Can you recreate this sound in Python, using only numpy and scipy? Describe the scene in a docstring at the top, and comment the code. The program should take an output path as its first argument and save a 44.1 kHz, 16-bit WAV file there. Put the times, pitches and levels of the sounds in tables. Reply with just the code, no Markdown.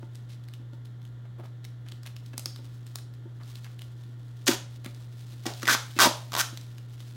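"""In a small carpeted room, packing tape is picked at and ripped off a package close by in a few short pulls.
The tape peels by stick-slip: single slips run together into a rip, and each cracks the film and twangs the
freed strip. Taut film snaps as bursts of bright crackle. Fingers crinkle and scuff the wrapping as showers
of tiny impulses, and bump the cardboard, which rings as a sum of damped modes.
Behind them lie a steady mains hum, a faint whine, soft room noise and rumble."""
import sys
import numpy as np
from scipy import signal
from scipy.fft import rfft, irfft, next_fast_len
from scipy.io import wavfile
from scipy.ndimage import map_coordinates

SR = 44100
rng = np.random.default_rng(int(sys.argv[2]) if len(sys.argv) > 2 else 0)


def wav_record(signal):
    """Record a signal, one row per channel, as 16-bit PCM in the file named by sys.argv[1]."""
    frames = np.transpose(np.atleast_2d(signal))
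    bounded = np.clip(frames, -1, 1)
    # unit amplitude maps onto the largest positive 16-bit level
    quanta = np.round(bounded * 32767).astype(np.int16)
    wavfile.write(sys.argv[1], SR, quanta)


N = 315751
TIME = np.arange(N) / SR
BRIEF = TIME[:SR // 8]  # time axis of one short event

# sound radiation of the tape film: f/Hz, relative spectrum level/dB
FILM_COLOUR = [(60, -43), (150, -20), (250, -7), (500, -9.5), (1000, -7.5), (1400, -2), (2200, -3),
               (2750, -4.5), (3400, -0.5), (4500, -1.5), (6200, -2.5), (7500, -7.5), (10200, -11.5),
               (13000, -10), (16000, -13.5)]
# sound radiation of rustling film: f/Hz, relative spectrum level/dB
RUSTLE_COLOUR = [(150, -16), (400, -1.5), (1500, -3), (2500, -1), (3600, 3.5), (6000, -2.5), (10000, -7.5),
                 (13000, -10), (16000, -7.5)]


def amp(db):
    """The decibel is logarithmic: 20 dB is a tenfold gain in amplitude."""
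    return 10 ** (np.asarray(db) / 20)


def unit(x):
    """Scale to rms 1, the measure of mean power."""
    return x / np.sqrt(np.mean(x ** 2) + 1e-20)


def crest(x):
    """Scale to peak 1, the measure of a transient."""
    return x / (np.abs(x).max() + 1e-12)


def along(points, hz):
    """Interpolate (f/Hz, value) points on a logarithmic frequency axis."""
    f, v = np.transpose(points)
    return np.interp(np.log(hz + 1), np.log(f + 1), v)


def add(track, s, x):
    """Superpose x on the track from time s."""
    part = track[max(round(s * SR), 0):][:len(x)]
    part += x[:len(part)]


def coloured(x, points, tilt_db=0):
    """Minimum-phase filter through (f/Hz, level/dB) points, with a tilt in dB per octave."""
    m = 2 * next_fast_len(len(x) // 2 + 2048)
    hz = np.fft.rfftfreq(m, 1 / SR)
    level_db = along(points, hz) + tilt_db * np.log2((hz + 200) / 4000)
    cepstrum = irfft(np.log(amp(level_db) + 1e-6))
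    # folding the cepstrum onto positive times makes the response causal
    cepstrum[1:m // 2] *= 2
    cepstrum[m // 2 + 1:] = 0
    return irfft(rfft(x, m) * np.exp(rfft(cepstrum)), m)[:len(x)]


def ring(hz, t60, attack):
    """A struck mode is a sine under exponential decay."""
    return np.sin(2 * np.pi * hz * BRIEF) * amp(-60 * BRIEF / t60) * (1 - np.exp(-BRIEF / attack))


def burst(t60):
    """A broadband release is white noise under exponential decay."""
    return rng.standard_normal(len(BRIEF)) * amp(-60 * BRIEF / t60)


def grains(size, rate, spread_db):
    """Many micro-events form a random impulse train of uneven strength, here at rms 1."""
    strength = amp(spread_db * np.clip(rng.standard_normal(size), -2, 2))
    fires = rng.random(size) < rate / SR
    return unit(fires * rng.choice([-1, 1], size) * strength)


def rips():
    """Running stick-slip: slips come ever faster and twang a strip whose pitch moves with its free length."""
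    # running rips: t/s, length/s, time to full pull/s, crackle level/dB, its fade after full pull/dB,
    # twang level/dB, its fade over the rip/dB, strip start f/Hz, strip end f/Hz, brightness/(dB per octave)
    rip_rows = [(4.483, .07, .002, -31, 12, -39, 10, 1670, 750, -0.5),
                (5.456, 0.076, 0.0023, -42.5, 22, -42.5, 12, 745, 665, -3),
                (5.686, .06, 0.023, -24, 2, -25, 21, 1530, 1410, -0.7),
                (6.002, .073, 0.025, -19, 12.5, -22, 5.5, 1260, 787, -0.1),
                (6.377, .038, .017, -25, -2, -31.5, 0, 1080, 1410, .8)]
    first_rate_hz, speedup_hz = 300, 169.8  # slips a second at the start, and the gain by the end
    pull_rise_db = 4  # growth of the crackle up to full pull
    surge_t60_s, steady_peel = .0035, 0.29  # crackle surge after a slip; constant part added to the surges
    out = np.zeros(N)
    for (start, length, full_s, crackle_db, fade_db,
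         twang_db, twang_fade_db, start_hz, end_hz, bright_db) in rip_rows:
        t = BRIEF[BRIEF < length]
        strip, release = np.zeros((2, len(BRIEF)))
        s = 0
        while s < length:
            progress = s / length
            strength = amp(-twang_fade_db * progress + rng.normal(0, 1.3))
            scatter = np.exp(rng.normal(0, 0.086))  # pitch differs from slip to slip
            hz = start_hz * (end_hz / start_hz) ** progress * scatter
            add(strip, s, strength * ring(hz, t60=0.0057, attack=0.00067))
            add(release, s, amp(-60 * BRIEF / surge_t60_s))
            uneven = rng.uniform(.55, 1.45)
            s += uneven / (first_rate_hz + speedup_hz * progress)
        # the crackle surges after each slip and follows the pull
        pull = amp(np.interp(t, [0, full_s, length], [-pull_rise_db, 0, -fade_db]))
        glue = crackle(pull * (release[:len(t)] + steady_peel), bright_db)
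        mix = amp(twang_db) * unit(strip) + amp(crackle_db) * unit(glue)
        add(out, start, np.sqrt(len(t) / len(BRIEF)) * mix)  # levels hold over the rip's own length
    return out


def crackle(envelope, bright_db):
    """Brittle fracture: glue threads snap in a dense impulse shower radiated by the film."""
    threads = grains(len(envelope), rate=7000, spread_db=2.5) * envelope
    return coloured(np.pad(threads, (0, len(BRIEF) - len(envelope))), FILM_COLOUR, bright_db)


def slips():
    """Single stick-slip: under rising pull the glue gives in jumps, each a crack and a short twang."""
    # single slips of the tape: t/s, level/dB, strip f/Hz
    slip_rows = [(4.513, -17, 1460), (4.517, -23, 1240), (5.62, -27, 2163), (5.629, -18, 1770),
                 (5.654, -16, 2040), (5.67, -13.5, 1913), (5.677, -5, 1840), (5.683, -11.5, 1400),
                 (5.748, -7.5, 1110), (5.988, -4.5, 1250), (5.994, -4.5, 1680), (5.998, -8, 1200),
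                 (6.319, -21, 1130), (6.331, -19, 910), (6.338, -12, 1015), (6.35, -10, 1039),
                 (6.364, -11, 1026), (6.373, -12.5, 1000)]
    crack_db, crack_per_db = -2, 0.57  # crack over twang at level 0 dB; weaker slips are more crack
    out = np.zeros(N)
    for s, db, hz in slip_rows:
        twang = crest(ring(hz * np.exp(rng.normal(0, 0.032)), t60=0.0076, attack=0.00031))
        crack = crest(coloured(burst(t60=0.017), FILM_COLOUR, tilt_db=-2.0))
        mix = twang + amp(crack_db - crack_per_db * db) * crack
        add(out, s + 0.00102, amp(db - 3.5) * crest(mix))
    return out


def snaps():
    """Sudden release of tension: taut film gives all at once in milliseconds of zinging crackle."""
    # bright snaps of taut film: t/s, length/s, level/dB, brightness/(dB per octave)
    snap_rows = [(4.461, 0.012, -41, 8), (4.468, 0.0075, -25.5, -2.5), (4.477, .0065, -16, -1),
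                 (5.465, 0.0044, -29, -2.5)]
    # extra ring of taut film: f/Hz, relative level/dB
    zing_colour = [(2200, 2), (5600, 6.5), (7500, 10), (12000, 2.5)]
    out = np.zeros(N)
    for s, length, db, bright_db in snap_rows:
        size = np.count_nonzero(BRIEF < length)
        tear = coloured(crackle(np.ones(size), bright_db), zing_colour)
        add(out, s, amp(db) * np.sqrt(size / len(BRIEF)) * unit(tear))
    return out


def ticks():
    """Snap-through buckling: a crease flips with a sharp crack amid a shower of smaller creases."""
    # clearest crinkles of the film under the fingers: t/s, level/dB, ring f/Hz
    tick_rows = [(0.154, -32.5, 5200), (0.4846, -37, 3350), (0.5365, -33, 3150), (0.855, -37, 3400),
                 (1.4587, -42, 3600), (1.6489, -29.5, 3500), (1.8852, -31, 3430), (1.92, -27.5, 3540),
                 (2.032, -34.5, 5170), (2.0624, -30, 3100), (2.07, -30.5, 3340), (2.164, -30.5, 3660),
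                 (2.261, -36.5, 5700), (2.3782, -18.5, 6040), (2.394, -25, 7400), (2.4571, -14.5, 4720),
                 (2.56, -31, 4230), (2.8659, -33.5, 4200), (2.9558, -20, 5200), (2.9852, -31.5, 3230),
                 (3.5547, -28, 3440), (3.6441, -31, 3370), (3.7917, -32.5, 3220), (3.818, -28.5, 3320),
                 (4.845, -29, 1980), (4.8601, -25, 2400), (5.5363, -25.5, 4200), (6.573, -24, 3800),
                 (6.6114, -35.5, 5290), (7.003, -32.5, 3150)]
    # spectrum of a crease's crack: multiple of its ring f, relative spectrum level/dB
    crack_shape = [(.05, -11.5), (.2, -8), (.55, -7), (1, 1), (1.5, -5), (2.3, -11.5), (5, -15)]
    shower_t60_s, shower_lead_s = 0.24, .007  # smaller creases die away; they begin just before the flip
    shower_db, shower_growth = -49.5, 0.56  # their level beside a 0 dB flip; dB per dB of the flip
    out = np.zeros(N)
    for s, db, hz in [*tick_rows, *faint(per_s=3.1, db=-42.5, hz=3750)]:
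        crack = crest(coloured(burst(t60=0.0075), np.multiply(crack_shape, [hz, 1])))
        ping = crest(ring(hz, t60=.0025, attack=.0001))
        add(out, s + 0.0011, amp(db - 1.5) * crest(crack + .5 * ping))
        decay = amp(-60 * BRIEF / shower_t60_s) * (1 - np.exp(-BRIEF / 0.002))
        shower = grains(len(BRIEF), rate=600, spread_db=4) * decay
        shower_gain = amp(shower_db + shower_growth * db)
        add(out, s - shower_lead_s, shower_gain * unit(coloured(shower, RUSTLE_COLOUR)))
    return out


def scuffs():
    """Sliding friction: a dragging fingertip makes a swell of grains, dull on cardboard, bright on tape."""
    # fingers scuffing over cardboard and tape: t/s, length/s, level/dB, centre f/Hz
    scuff_rows = [(0.025, 0.0078, -53.5, 915), (0.284, 0.081, -59.5, 3800), (1.247, 0.022, -62, 890),
                  (1.377, 0.04, -52, 536), (1.422, 0.053, -55.5, 725), (1.634, 0.025, -57.5, 3420),
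                  (1.859, 0.036, -60.5, 1500), (2.055, 0.024, -52, 1830), (2.332, 0.014, -51.5, 1510),
                  (3.397, 0.041, -58.5, 1100), (3.645, 0.034, -55.5, 1590), (4.85, 0.03, -51.5, 1530),
                  (5.962, 0.032, -44, 2590)]
    # spectrum of a scuff: multiple of the centre f, relative spectrum level/dB
    friction_shape = [(.1, -20), (.45, -6), (1, 0), (1.6, -6.5), (3.5, -16), (12, -33)]
    out = np.zeros(N)
    for s, length, db, centre_hz in scuff_rows:
        size = round(length * SR)
        drag = grains(size, rate=1100, spread_db=4.5) * np.hanning(size) ** 0.2
        add(out, s, amp(db) * unit(coloured(drag, np.multiply(friction_shape, [centre_hz, 1]))))
    return out


def rustle():
    """Crackling noise: the handled film creaks in random clumps of fine impulses."""
    # course of the handling, before its swing is widened: t/s, level/dB
    handling_curve = [(0.0, -71.5), (0.7, -78), (1.37, -81), (1.93, -73), (2.04, -75.5), (2.45, -68),
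                      (2.98, -69), (3.12, -76.5), (3.35, -74), (3.52, -64.5), (3.7, -69.5), (3.87, -70),
                      (4.11, -71.5), (4.44, -69.5), (4.95, -68), (5.468, -65.5), (5.6, -60), (6.55, -66),
                      (6.824, -68.5), (7.16, -66.5)]
    pivot_db, pivot_level_db, swing = -69, -64.5, 2.07  # curve value; level there; dB per dB around it
    handling_db = np.interp(TIME, *np.transpose(handling_curve)) - pivot_db
    level = amp(pivot_level_db + swing * handling_db)
    # a random strength every 1000 samples, joined by straight lines
    clumps = map_coordinates(rng.standard_normal(N // 1000 + 4), [np.arange(N) / 1000], order=1)
    creases = grains(N, rate=1000, spread_db=-1.5) * amp(3.0 * clumps)
    return level * unit(coloured(creases, RUSTLE_COLOUR))


def knocks():
    """Modal excitation: a bump rings the package's modes, most strongly near the pitch its contact favours."""
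    # clearest bumps on the cardboard: t/s, level/dB, favoured f/Hz
    knock_rows = [(0.026, -36.5, 287), (1.393, -37.5, 404), (2.339, -37.5, 277), (2.38, -40, 297),
                  (2.456, -37.5, 302), (2.589, -40, 248), (4.483, -12.5, 297), (4.491, -15.5, 333),
                  (4.518, -29, 340), (4.861, -27.5, 265), (5.461, -20, 322), (5.631, -27.5, 298),
                  (5.964, -27.5, 296), (6.055, -18.5, 272), (6.068, -15.5, 246)]
    # modes of the package: f/Hz, relative level/dB, t60/s
    box_modes = [(207.6, -10, 0.11), (245, 4, 0.045), (293, -5, 0.074), (338.4, 1, 0.077),
                 (410, -14, 0.083), (558, -3.5, 0.045), (722, -20.5, 0.19), (900, -13, 0.11),
                 (1430, -8, 0.029)]
    out = np.zeros(N)
    for s, db, favoured_hz in [*knock_rows, *faint(per_s=1.3, db=-41.5, hz=252)]:
        body = np.zeros(len(BRIEF))
        for hz, mode_db, t60 in box_modes:
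            octaves_off = min(abs(np.log2(hz / favoured_hz)), .5)
            weight = amp(mode_db + rng.normal(0, 3.1) - 7.8 * octaves_off)
            body += weight * rng.choice([-1, 1]) * ring(hz, t60, attack=0.0015)
        add(out, s, amp(db) * crest(body))
    return out


def faint(per_s, db, hz):
    """Random arrivals: light contacts at irregular moments, as rows of t/s, level/dB, f/Hz."""
    spread_db, spread_octaves = 4, 0.21  # standard deviations
    gaps = 2 * rng.random(100) / per_s
    times = np.cumsum(gaps)
    levels = db + spread_db * rng.standard_normal(100)
    pitches = hz * 2 ** (spread_octaves * rng.standard_normal(100))
    rows = np.column_stack([times, levels, pitches])
    return list(rows[times < N / SR])


def room(x, near_db, tail_db):
    """Reverberation: direct sound, quick echoes from box flaps and floor, and a frequency-dependent decay."""
    # reverberation time of the room: f/Hz, t60/s
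    room_t60 = [(150, 0.065), (400, 0.23), (620, 0.44), (820, 0.41), (1100, 0.32), (4000, 0.35),
                (9000, 0.32), (16000, 0.18)]
    hz, t, z = signal.stft(rng.standard_normal(SR), SR, nperseg=256)
    decay = amp(-60 * t / along(room_t60, hz)[:, None])
    tail = signal.istft(z * decay, SR, nperseg=256)[1]
    tail *= 1 - np.exp(-TIME[:len(tail)] / 0.0078)  # the tail builds up gradually
    near = grains(len(BRIEF), rate=2200, spread_db=-5.5) * amp(-60 * BRIEF / 0.024)
    response = amp(tail_db) * tail / np.linalg.norm(tail)
    add(response, .002, amp(near_db) * near / np.linalg.norm(near))
    return x + signal.fftconvolve(x, response)[:N]


def background():
    """Stationary sound: steady tones of hum and whine over filtered noise for air and rumble."""
    # mains hum and a faint whine: f/Hz, rms level/dB
    hum_tones = [(120.03, -41.5), (1402, -75.5), (1782, -80)]
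    # soft room noise: f/Hz, relative spectrum level/dB
    air_colour = [(80, -17.5), (170, -3), (280, 4), (400, -4), (520, -7.5), (800, -12.5), (1300, -14),
                  (1900, -15), (2500, -25.5), (3400, -16), (5000, -29), (7000, -30), (10000, -37),
                  (16000, -36.5)]
    # low rumble: f/Hz, relative spectrum level/dB
    rumble_colour = [(20, -16), (40, -6.5), (60, 0.5), (80, -3.5), (110, -1.5), (170, -1.5), (260, -20),
                     (500, -55)]
    hum = np.zeros(N)
    for hz, db in hum_tones:
        hum += np.sqrt(2) * amp(db) * np.sin(2 * np.pi * (hz * TIME + rng.random()))
    air = unit(coloured(rng.standard_normal(N), air_colour))
    rumble = unit(coloured(rng.standard_normal(N), rumble_colour))
    return hum + amp(-59.0) * air + amp(-59.0) * rumble


def scene():
    """Superposition: tape, fingers and package, each with its own reverberation, in the humming room."""
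    tape = room(rips() + snaps() + slips(), near_db=-9, tail_db=-9.5)
    fingers = room(ticks() + scuffs(), near_db=-15, tail_db=-11)
    package = room(amp(-2.5) * knocks(), near_db=-21, tail_db=-6.5)
    return (tape + fingers + package + rustle() + background())[None]


def record(dry):
    """Transducer limits: a small microphone loses deep bass, saturates on peaks and is band-limited."""
    ceiling, top_hz = .62, 15900  # saturation amplitude; upper band limit
    thin = signal.sosfilt(signal.butter(3, 48, "highpass", fs=SR, output="sos"), dry)
    rounded = thin / (1 + np.abs(thin / ceiling) ** 4) ** (1 / 4)
    m = next_fast_len(N + SR // 2)
    passband = np.fft.rfftfreq(m, 1 / SR) < top_hz
    return irfft(rfft(rounded, m) * passband, m)[..., :N]


dry = scene()
out = record(dry)
wav_record(out)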